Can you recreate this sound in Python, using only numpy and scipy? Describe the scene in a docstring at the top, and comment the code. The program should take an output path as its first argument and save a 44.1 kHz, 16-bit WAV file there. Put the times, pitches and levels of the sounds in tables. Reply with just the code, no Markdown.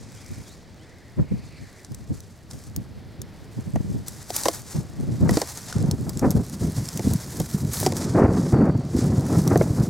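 """A snake slides through dry grass, close to a hand-held camera in a breezy field.
Its body rubs the blades into a crackling hiss, single stalks snap, and some stems knock on the camera.
Gusts buffet the microphone with rumble and thumps, harder towards the end, as the image narrows to mono.
Behind it all sits a bed of open air with faint, far-off birds."""
import sys
import numpy as np
from scipy import signal
from scipy.fft import rfft, irfft, next_fast_len
from scipy.io import wavfile
from scipy.ndimage import uniform_filter1d

SR = 44100
rng = np.random.default_rng(int(sys.argv[2]) if len(sys.argv) > 2 else 0)


def digitize_waveform(pressure):
    """Quantize a signal to 16-bit integers and store it at the path in sys.argv[1].

    Rows of a 2-D input are taken as channels; values are limited to [-1, 1].
    """
    field = np.atleast_2d(pressure).T
    bounded = np.clip(field, -1, 1)
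    quanta = np.round(bounded * 32767).astype(np.int16)
    wavfile.write(sys.argv[1], SR, quanta)


N = 436149
T = np.arange(N) / SR

# EQ curves that voice each noise layer: (frequency [Hz], gain [dB])
AIR_EQ = [(80, -5), (200, 0), (300, -1.5), (450, -5.5), (700, -9.5), (1000, -15.5), (1450, -17.5),
          (1900, -15.5), (2700, -22.5), (4700, -21), (7000, -35), (11000, -40), (16000, -40)]
BREEZE_EQ = [(20, -42), (35, -33), (55, -3), (92, 0.5), (130, -1), (220, -12), (450, -56.5), (900, -58)]
GUST_EQ = [(20, -27), (45, -18), (90, 0.5), (150, 4), (220, -2), (320, -9.5), (450, -17.5), (650, -26),
           (1000, -37), (2000, -103)]
EDDY_EQ = [(60, -16.5), (130, -3.5), (260, 8), (480, -2.5), (850, -10.5), (1400, -17.5), (2000, -26.5),
           (2800, -42), (4000, -73)]
CRACK_EQ = [(800, -2), (2700, -11.5), (4200, 1), (6500, 5.5), (9000, 2.5), (12500, -2), (16000, -8)]
GRASS_EQ = [(400, -3), (900, 1.5), (1900, -1.5), (2900, -9.5), (3900, -2.5), (5200, 2.5), (7500, 2),
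            (9500, -2), (13000, -6.5), (16000, -16)]
# far-off bird calls:
# (start [s], end [s], first pitch [Hz], middle pitch [Hz], last pitch [Hz], waver width [Hz], level [dB])
BIRD_CALLS = [(0, 0.598, 2260, 2210, 2060, 430, -62.5), (0.147, .23, 3000, 3250, 3500, 200, -64),
              (0.444, .56, 3200, 3780, 4700, 300, -59), (0.786, 0.866, 2900, 3220, 3650, 110, -65),
              (.7, 1.296, 1750, 1920, 2080, 380, -63), (1.145, 1.702, 2154, 2283, 2280, 516, -61.5),
              (1.298, 1.798, 4400, 4500, 4250, 900, -63), (1.52, 1.886, 2080, 1846, 1950, 483, -59.5),
              (8.163, 8.4, 4650, 4680, 4660, 40, -65), (8.483, 8.67, 4720, 4540, 4620, 70, -59),
              (8.67, 8.856, 4520, 4580, 4545, 50, -62)]
# airflow on the microphone between gusts: (time [s], flow level [dB])
BREEZE_FLOW = [(0, -47.5), (.9, -61.5), (1.45, -38.5), (1.78, -63), (2.0, -42), (2.35, -57), (2.9, -44),
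               (3.3, -48), (3.9, -45), (4.6, -49.5), (4.95, -45.5), (5.68, -51.5), (5.85, -31.5),
               (6.9, -36.5), (7.8, -33.5), (8.3, -23), (8.8, -28), (9.0, -21.5), (9.89, -21)]
# gusts on top of the breeze: (start [s], length [s], flow level [dB], fine eddies against the flow [dB])
GUSTS = [(0.289, .035, -36.5, -30), (0.361, 0.022, -34.5, -32), (1.164, 0.037, -24, -17),
         (1.3, 0.047, -25, -40), (1.582, 0.052, -39, -33), (1.88, 0.052, -39, -30), (2.087, 0.07, -31, -35),
         (2.523, 0.027, -37, -19), (2.666, 0.029, -35.5, -30), (2.744, 0.071, -31, -25),
         (3.18, 0.035, -34.5, -36), (3.561, 0.026, -27.5, -22), (3.647, 0.041, -33, -36),
         (3.728, 0.082, -29.5, -39), (3.836, .17, -31, -43), (4.74, 0.042, -26.5, -13.5),
         (4.976, 0.25, -29, -24), (5.196, .12, -17, -16.5), (5.32, 0.058, -32, -20),
         (5.742, 0.19, -22, -20), (5.996, 0.024, -24, -27), (6.056, 0.025, -24, -15.5),
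         (6.211, 0.064, -15, -8.5), (6.336, 0.046, -15.5, -23.5), (6.604, 0.081, -20.5, -29),
         (6.762, 0.023, -18, -33), (6.933, 0.07, -28, -25), (7.036, 0.096, -17, -22),
         (7.368, 0.036, -25.5, -19), (7.529, 0.17, -26.5, -21), (7.923, 0.29, -27.5, -9),
         (8.142, 0.11, -10, -8), (8.262, 0.13, -20.5, -8.5), (8.444, 0.027, -25, -8),
         (8.513, 0.062, -16, -8.5), (8.574, 0.11, -14.5, -8), (8.711, 0.022, -25, -18),
         (8.92, 0.19, -22.5, -15.5), (9.302, 0.11, -15.5, -20.5), (9.44, 0.047, -18.5, -12),
         (9.496, 0.036, -18, -4), (9.773, 0.046, -18, -16)]
# single eddies thumping the microphone: (time [s], relative peak [dB], pitch [Hz])
BUFFETS = [(1.335, -7, 155), (3.587, -15, 189), (3.736, -10, 149), (4.784, -5.5, 141), (5.843, -9, 163),
           (5.884, -6, 153), (6.222, -6, 158), (6.366, 2, 211), (6.779, -11.5, 115), (7.151, -3.5, 150),
           (7.544, -3, 173), (8.394, -1.5, 181), (8.532, 0.5, 135), (8.635, 2, 178), (8.752, -5.5, 124),
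           (8.948, -2, 251), (8.988, -2, 265), (9.466, -7, 334), (9.557, -2, 305), (9.611, 3.5, 457),
           (9.803, 0, 168)]
# resonances of the camera housing: (frequency [Hz], relative level [dB], t60 [s])
HOUSING_MODES = [(321, -6, 0.07), (489, 2, 0.024), (706, -7, 0.066), (956, -6.5, 0.023), (1160, -36, 0.025),
                 (1950, -13.5, 0.022)]
# stems hitting the camera:
# (time [s], body peak [dB], stem pitch [Hz], stem trim [dB], crack trim [dB], left minus right [dB])
KNOCKS = [(3.759, -16.5, 690, 13, -17, -6), (4.304, -20.5, 716, 17, -0.5, 3), (4.456, -9, 1110, 1, -5, -3),
          (4.461, -12, 570, 6, -10, 4), (4.484, -6.5, 1050, 3.5, -3, 0), (5.293, -9.5, 1940, 2.5, -13, -2),
          (5.371, -7, 423, 10.5, -7.5, -7), (5.416, -12.5, 557, 5, -2.5, -5),
          (5.726, -23.5, 1470, 17, -1.5, 10), (6.994, -16, 850, 2, -10, -12), (7.402, -19.5, 840, 0, -6, 6),
          (7.829, -17.5, 606, 12, -21, 0), (7.863, -5.5, 890, -9, -7, -9),
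          (7.868, -13.5, 396, -13, -6.5, 6), (7.922, -17.5, 870, -1, -6, 3), (9.557, -5, 640, 5, -23, 3),
          (9.612, -8.5, 497, 8, -42, -2)]
# dry stalks breaking: (time [s], relative peak [dB], ring [Hz], left minus right [dB], top shelf [dB])
SNAPS = [(1.847, -26, 6000, 4, -8), (1.919, -32, 5090, 0, 0), (1.946, -22.5, 7770, 2.0, 0),
         (2.2039, -26.5, 6030, -0.5, -1), (2.511, -22.5, 6050, 2, -8), (2.7623, -15, 6700, 4, 10),
         (3.2168, -15.5, 6670, 8, -1), (4.0822, -13, 7900, 8, 3), (4.3636, -3, 7000, -2, 7),
         (4.4347, -10, 5900, -1, -3), (5.5735, -15, 6350, 4, -6), (5.9117, -8, 5300, 7, -4),
         (6.0934, -12, 4940, 10, 5), (6.1727, -17, 7400, -5, -4), (6.1934, -12.5, 5600, 0.0, -2),
         (6.306, -10.5, 12260, 3, 6), (6.3124, -12.5, 12000, 0.5, 3), (6.4966, -21, 5850, -2, -1),
         (6.8877, -11.5, 5360, -2, -5), (6.9736, -11, 5830, -8, 2), (7.1352, -10, 9700, 5, 9),
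         (7.3995, -10, 6840, -3, 6), (7.7338, -8, 6840, 3, 11), (7.801, -7.5, 9000, 0, 10),
         (9.4763, -8, 5800, -14, 6), (9.5748, -13, 6260, -4, 3)]
# the continuous grass rustle, which dips during the heaviest gusts: (time [s], level [dB], sparkle [dB])
BASE_RUSTLE = [(0, -53.5, -23), (.48, -51.5, -12), (.65, -62, -25), (1.15, -64.5, -13), (1.8, -57, -14),
               (2.4, -61, -10), (3.25, -69, -6), (3.6, -57.5, -9), (4.95, -55.5, -12), (5.6, -44.5, -10),
               (6.05, -53.5, -8), (6.9, -41.5, -8.5), (7.6, -43.5, -4), (8.08, -39, -19), (8.24, -51, -16),
               (8.75, -56.5, -23), (9.38, -40.5, -8), (9.89, -46, -8)]
# pushes of the snake's body against the grass:
# (start [s], length [s], attack [s], level [dB], sparkle [dB], left minus right [dB])
PUSHES = [(2.102, 0.073, 0.033, -53.5, -12, 0), (2.49, 0.18, 0.018, -53, -11, 5),
          (4.058, 0.11, .015, -47.5, -9, 0), (4.189, 0.071, 0.026, -43.5, -12, 5),
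          (4.265, 0.22, 0.092, -35, -6, 6), (4.345, 0.014, 0.017, -41, 11, 0),
          (4.518, 0.047, .02, -37.5, -7, 7), (4.642, 0.13, 0.026, -42.5, -11, 11),
          (5.277, 0.14, 0.018, -36, -10, 7), (5.46, 0.097, .03, -41.5, -5, 1),
          (5.664, 0.15, 0.02, -42.5, -22, 11), (7.703, 0.13, 0.034, -34.5, -1, -3),
          (7.932, 0.037, 0.045, -32, -4, 4), (8.276, 0.26, 0.11, -42.5, -13, 0),
          (8.85, 0.19, .12, -40.5, -13, 0), (8.979, 0.041, .04, -36.5, -17, -10)]
# side-channel EQ, widest in the bass and the top: (frequency [Hz], gain [dB])
SIDE_EQ = [(60, 4), (150, 2), (380, -3), (700, -0.5), (1300, -0.5), (2400, -9), (4400, -4.5), (8000, 6.5),
           (15000, 17)]
# stereo width automation: (time [s], side gain [dB])
STEREO_WIDTH = [(0, -2.5), (4.4, -5.5), (5.3, -8), (6.1, -13.5), (6.6, -28.5), (7.4, -24.5), (8.1, -32),
                (8.4, -51), (8.8, -82)]


def undb(db):
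    """Decibels to gain."""
    return 10 ** (np.asarray(db) / 20)


def unit(x):
    """Scale to rms 1."""
    return x / np.sqrt(np.mean(x ** 2))


def peak(x, db):
    """Scale to a peak level."""
    return x * undb(db) / np.abs(x).max()


def noise_pair(length=N):
    """Two unrelated white noises."""
    return rng.standard_normal((2, length))


def automation(table):
    """One lane per column, with straight ramps between the time points."""
    times, *columns = np.transpose(table)
    return [np.interp(T, times, column) for column in columns]


def eq(x, points):
    """Minimum-phase EQ through (frequency [Hz], gain [dB]) points, built from the cepstrum."""
    size = next_fast_len(x.shape[-1] // 2 + 256) * 2
    hz, db = np.transpose(points)
    bin_hz = np.maximum(np.arange(size // 2 + 1) * SR / size, 1)
    gain = undb(np.interp(np.log(bin_hz), np.log(hz), db))
    cepstrum = irfft(np.log(gain))
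    cepstrum[1:size // 2] *= 2
    cepstrum[size // 2 + 1:] = 0
    return irfft(rfft(x, size) * np.exp(rfft(cepstrum)))[..., :x.shape[-1]]


def wobble(rate_hz):
    """Random LFO: slewed sample-and-hold at rms 1."""
    hold = max(int(SR / rate_hz), 2)
    steps = np.repeat(rng.standard_normal(N // hold + 1), hold)
    return unit(uniform_filter1d(steps, hold)[:N])


def spread(mid_side, side_db):
    """Left and right from mid and side."""
    return mid_side[0] + undb(side_db) * mid_side[1] * np.array([[1], [-1]])


def pan(db):
    """Left and right gains for a level difference, at constant power."""
    gains = undb(np.array([[.5], [-.5]]) * db)
    return gains / np.sqrt(np.mean(gains ** 2, axis=0))


def add(out, start_s, sound):
    """Mix a short sound in at its cue."""
    i = max(int(start_s * SR), 0)
    out[:, i:i + sound.shape[-1]] += sound[..., :N - i]


def decay(t, t60):
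    """Exponential decay, 60 dB down after t60 seconds."""
    return np.exp(-np.log(1000) * t / t60)


def ring(t, hz, t60):
    """One struck mode."""
    return np.sin(2 * np.pi * hz * t) * decay(t, t60)


def surge(length_s, attack_s, sag_db_per_s, release_db_per_s):
    """Power envelope that rises, sags slowly while it lasts, then dies away."""
    t = T[:int((length_s + .5) * SR)]
    drop_db = sag_db_per_s * t + release_db_per_s * np.maximum(t - length_s, 0)
    return (np.minimum(t / attack_s, 1) * undb(-drop_db)) ** 2


def open_air(level_db=-49):
    """The bed: a soft, slowly swelling hush."""
    hush = unit(spread(eq(noise_pair(), AIR_EQ), side_db=-7))
    return hush * undb(level_db + 1.54 * wobble(1.05))


def birds():
    """Far-off whistles: each tone wavers, and distance smears it into a narrow band."""
    out = np.zeros((2, N))
    for start, end, first_hz, middle_hz, last_hz, width_hz, db in BIRD_CALLS:
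        t = T[:int(np.clip(end - start, .03, 1) * SR)]
        contour_hz = np.interp(t, [0, t[-1] / 2, t[-1]], [first_hz, middle_hz, last_hz])
        lowpass = signal.butter(2, width_hz / 2, fs=SR, output="sos")
        waver = unit(signal.sosfilt(lowpass, rng.standard_normal(SR)))[-len(t):]
        hz = contour_hz + width_hz / 2 * waver
        tone = np.sin(2 * np.pi * np.cumsum(hz) / SR) * signal.windows.tukey(len(t), .5)
        # moving air makes far sounds fade in and out
        fading = undb(2.1 * wobble(37.7)[:len(t)])
        add(out, start, unit(tone * fading) * undb(db))
    return out


def airflow(waver_db=2.5, breeze_eddies_db=-16.5):
    """Gusts ride on a wavering breeze; gives the flow level in dB and the gain of its fine eddies."""
    breeze_db = automation(BREEZE_FLOW)[0] + waver_db * wobble(8.5)
    power = undb([breeze_db, breeze_db + breeze_eddies_db]) ** 2
    for start, length_s, db, eddies_db in GUSTS:
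        envelope = surge(length_s, attack_s=0.02, sag_db_per_s=14, release_db_per_s=308)
        add(power, start, undb([[db], [db + eddies_db]]) ** 2 * envelope)
    return 10 * np.log10(power[0]), np.sqrt(power[1])


def turbulence(points, side_db, hold_s):
    """Pressure noise at the two microphone ports, levelled over spans of hold_s."""
    pressure = spread(eq(noise_pair(), points), side_db)
    power = uniform_filter1d(np.mean(pressure, axis=0) ** 2, int(hold_s * SR))
    return pressure / np.sqrt(power)


def wind():
    """A light breeze rumbles deep; faster flow sheds smaller, higher eddies that flutter."""
    flow_db, eddy_gain = airflow()
    flutter_db, sputter_db = 4.1 * wobble(70), 2.77 * wobble(130)
    breeze = turbulence(BREEZE_EQ, side_db=-4.5, hold_s=0.21) * undb(0.44 * flow_db - 25)
    gusts = turbulence(GUST_EQ, side_db=6.5, hold_s=0.0295) * undb(flow_db - 2.4 + flutter_db)
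    eddies = turbulence(EDDY_EQ, side_db=-1, hold_s=0.019) * eddy_gain * undb(3.5 + sputter_db)
    # gusts only take over once the flow is fast
    gate = 1 / (1 + undb(-1.5 * (flow_db + 46.5)))
    # energy that breaks into fine eddies is taken from the large ones
    duck = 1 / np.sqrt(1 + (eddy_gain / undb(-24.5)) ** 2)
    return duck * (breeze + gate * gusts) + eddies


def buffets(trim_db=-8, pan_scatter_db=5.6):
    """An eddy thumps the ports: a swing of pressure a cycle or two long."""
    out, t = np.zeros((2, N)), T[:SR // 20]
    for start, db, hz in BUFFETS:
        cycles = hz * t
        thump = np.sin(2 * np.pi * cycles) * cycles ** 2 * np.exp(-cycles / 0.4)
        add(out, start, peak(thump, db + trim_db) * pan(pan_scatter_db * rng.standard_normal()))
    return out


def housing_ring(t):
    """The struck camera housing: its modes vary in level and tuning from hit to hit."""
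    modes = np.zeros(len(t))
    for k, (hz, db, t60) in enumerate(HOUSING_MODES):
        jitter_db, detune = rng.normal(0, [2, 0.057])
        modes += (-1) ** k * undb(db + jitter_db) * ring(t, hz * (1 + detune), t60)
    return peak(modes, 0)


def stem_knocks(stem_t60=0.021, overtone_db=-11, crack_t60=0.019, thud_t60=0.056, thud_db=-1):
    """A stem whips the camera: stem and housing ring while the dry skin cracks."""
    out, t = np.zeros((2, N)), T[:SR // 10]
    thud_eq = [(100, -18.5), (350, 10), (900, -3), (2000, -18), (3000, -31), (6000, -71)]
    skin_eq = [(1000, -28), (2800, -5.5), (4000, 1.5), (5500, 6), (8000, 0.5), (15000, -13)]
    for start, db, hz, stem_db, crack_db, pan_db in KNOCKS:
        modes = housing_ring(t)
        noise = spread(noise_pair(len(t)), side_db=-6.5)
        thud = eq(noise * decay(t, thud_t60), thud_eq)
        housing = peak(modes + peak(thud, thud_db), 0)
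        # a stem bends like a bar, with an overtone well above its lowest mode
        stem = ring(t, hz, stem_t60) + undb(overtone_db) * ring(t, 2.72 * hz, stem_t60 / 2)
        body = peak(housing + undb(stem_db - 8.5) * stem, db)
        crack = eq(noise * decay(t, crack_t60), skin_eq)
        add(out, start, body * pan(pan_db) + peak(crack, db + crack_db + 3))
    return out


def stalk_snaps(attack_s=0.00077, tear_t60=0.011, tail_db=-26, tail_t60=0.068, ring_db=-13, trim_db=-4):
    """A stalk breaks: a burst of tearing fibres, a short ring, a faint tail from the grass around."""
    out, t = np.zeros((2, N)), T[:SR // 20]
    tail = undb(tail_db) * decay(t, tail_t60)
    envelope = np.minimum(t / attack_s, 1) * (decay(t, tear_t60) + tail)
    for start, db, ring_hz, pan_db, shelf_db in SNAPS:
        tear = spread(noise_pair(len(t)), side_db=-8.5) * envelope
        shelved_eq = [(hz, gain_db + shelf_db * (hz > 10000)) for hz, gain_db in CRACK_EQ]
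        snap = peak(eq(tear, shelved_eq), 0) + undb(ring_db) * ring(t, ring_hz, t60=0.024)
        add(out, start, peak(snap, db + trim_db) * pan(pan_db))
    return out


def rustle_lanes():
    """Level, sparkle and pan in dB: pushes ride on the base rustle; the louder sets tone and side."""
    base_db, base_sparkle_db = automation(BASE_RUSTLE)
    lanes = undb(base_db) ** 2 * np.array([np.ones(N), base_sparkle_db, np.zeros(N)])
    for start, length_s, attack_s, db, sparkle_db, pan_db in PUSHES:
        push = undb(db) ** 2 * surge(length_s, attack_s, sag_db_per_s=9, release_db_per_s=197)
        add(lanes, start, push * np.array([[1], [sparkle_db], [pan_db]]))
    power, weighted_sparkle, weighted_pan = lanes
    return 10 * np.log10(power), weighted_sparkle / power, weighted_pan / power


def blade_crackles(count=300, lift_db=10.5, scatter_db=3, t60=0.0048):
    """Brittle blades flick free one by one, each at its own pitch; their level follows the rustle."""
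    out, t = np.zeros((2, N)), T[:SR // 60]
    rustle_db = rustle_lanes()[0]
    for when, pitch, chance, place in rng.random((count, 4)):
        i = int(when * (N - 1))
        burst = eq(rng.standard_normal(len(t)) * decay(t, t60), CRACK_EQ)
        tick = peak(burst, 0) + .5 * ring(t, 4200 * 2.6 ** pitch, t60)
        # many faint flicks, a few loud ones
        db = rustle_db[i] + lift_db - scatter_db * np.log(max(chance, .04))
        add(out, i / SR, peak(tick, db) * pan(8 * (place - .5)))
    return out


def snake_rustle(clicks_per_s=2400, scatter_db=5, click_db=-5, fibre_db=-4, scatter_t60=0.028):
    """Blades slip off the scales in clusters of tiny clicks, over the smooth hiss of rubbing fibres."""
    rustle_db, sparkle_db, pan_db = rustle_lanes()
    strength = undb(scatter_db * np.minimum(rng.exponential(size=N), 3.6))
    slips = strength * (rng.random(N) < clicks_per_s / SR)
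    clicks = slips * rng.choice([-1, 1], N) * pan(8 * rng.standard_normal(N))
    # each click scatters among the neighbouring blades for a few ms
    scatter_power = signal.fftconvolve(slips ** 2, decay(T[:SR // 100], scatter_t60))[:N]
    scatter = np.sqrt(np.abs(scatter_power)) * spread(noise_pair(), side_db=-8.5)
    grains = unit(clicks) * undb(click_db) + unit(scatter)
    fibres = undb(fibre_db) * spread(noise_pair(), side_db=-22)
    blades = unit(eq(grains + fibres, GRASS_EQ))
    # fine, fast blades add sparkle at the top
    top = signal.sosfiltfilt(signal.butter(2, 9500, "high", fs=SR, output="sos"), blades)
    top_gain = undb(np.minimum(sparkle_db, -1) + 8.5)
    rustle = blades + top * (top_gain - 1)
    return rustle * undb(rustle_db + 0.35 + 1.97 * wobble(45)) * pan(pan_db)


def scene():
    """The mix at the microphone: wind, the snake in the grass, and the distant bed."""
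    mic_wind = wind() + buffets()
    snake = snake_rustle() + blade_crackles() + stalk_snaps() + stem_knocks()
    return mic_wind + snake + open_air() + birds()


def record(dry):
    """The stereo image narrows towards the end; the camera rounds the loudest peaks and cuts the top."""
    width_db, = automation(STEREO_WIDTH)
    mid, side = (dry[0] + dry[1]) / 2, (dry[0] - dry[1]) / 2
    stereo = spread([mid, eq(side, SIDE_EQ)], width_db)
    soft_clipped = np.tanh(1.116 * stereo) / 1.066
    high_cut = signal.ellip(8, .2, 70, 16000, fs=SR, output="sos")
    return signal.sosfilt(high_cut, soft_clipped)


dry = scene()
out = record(dry)
digitize_waveform(out)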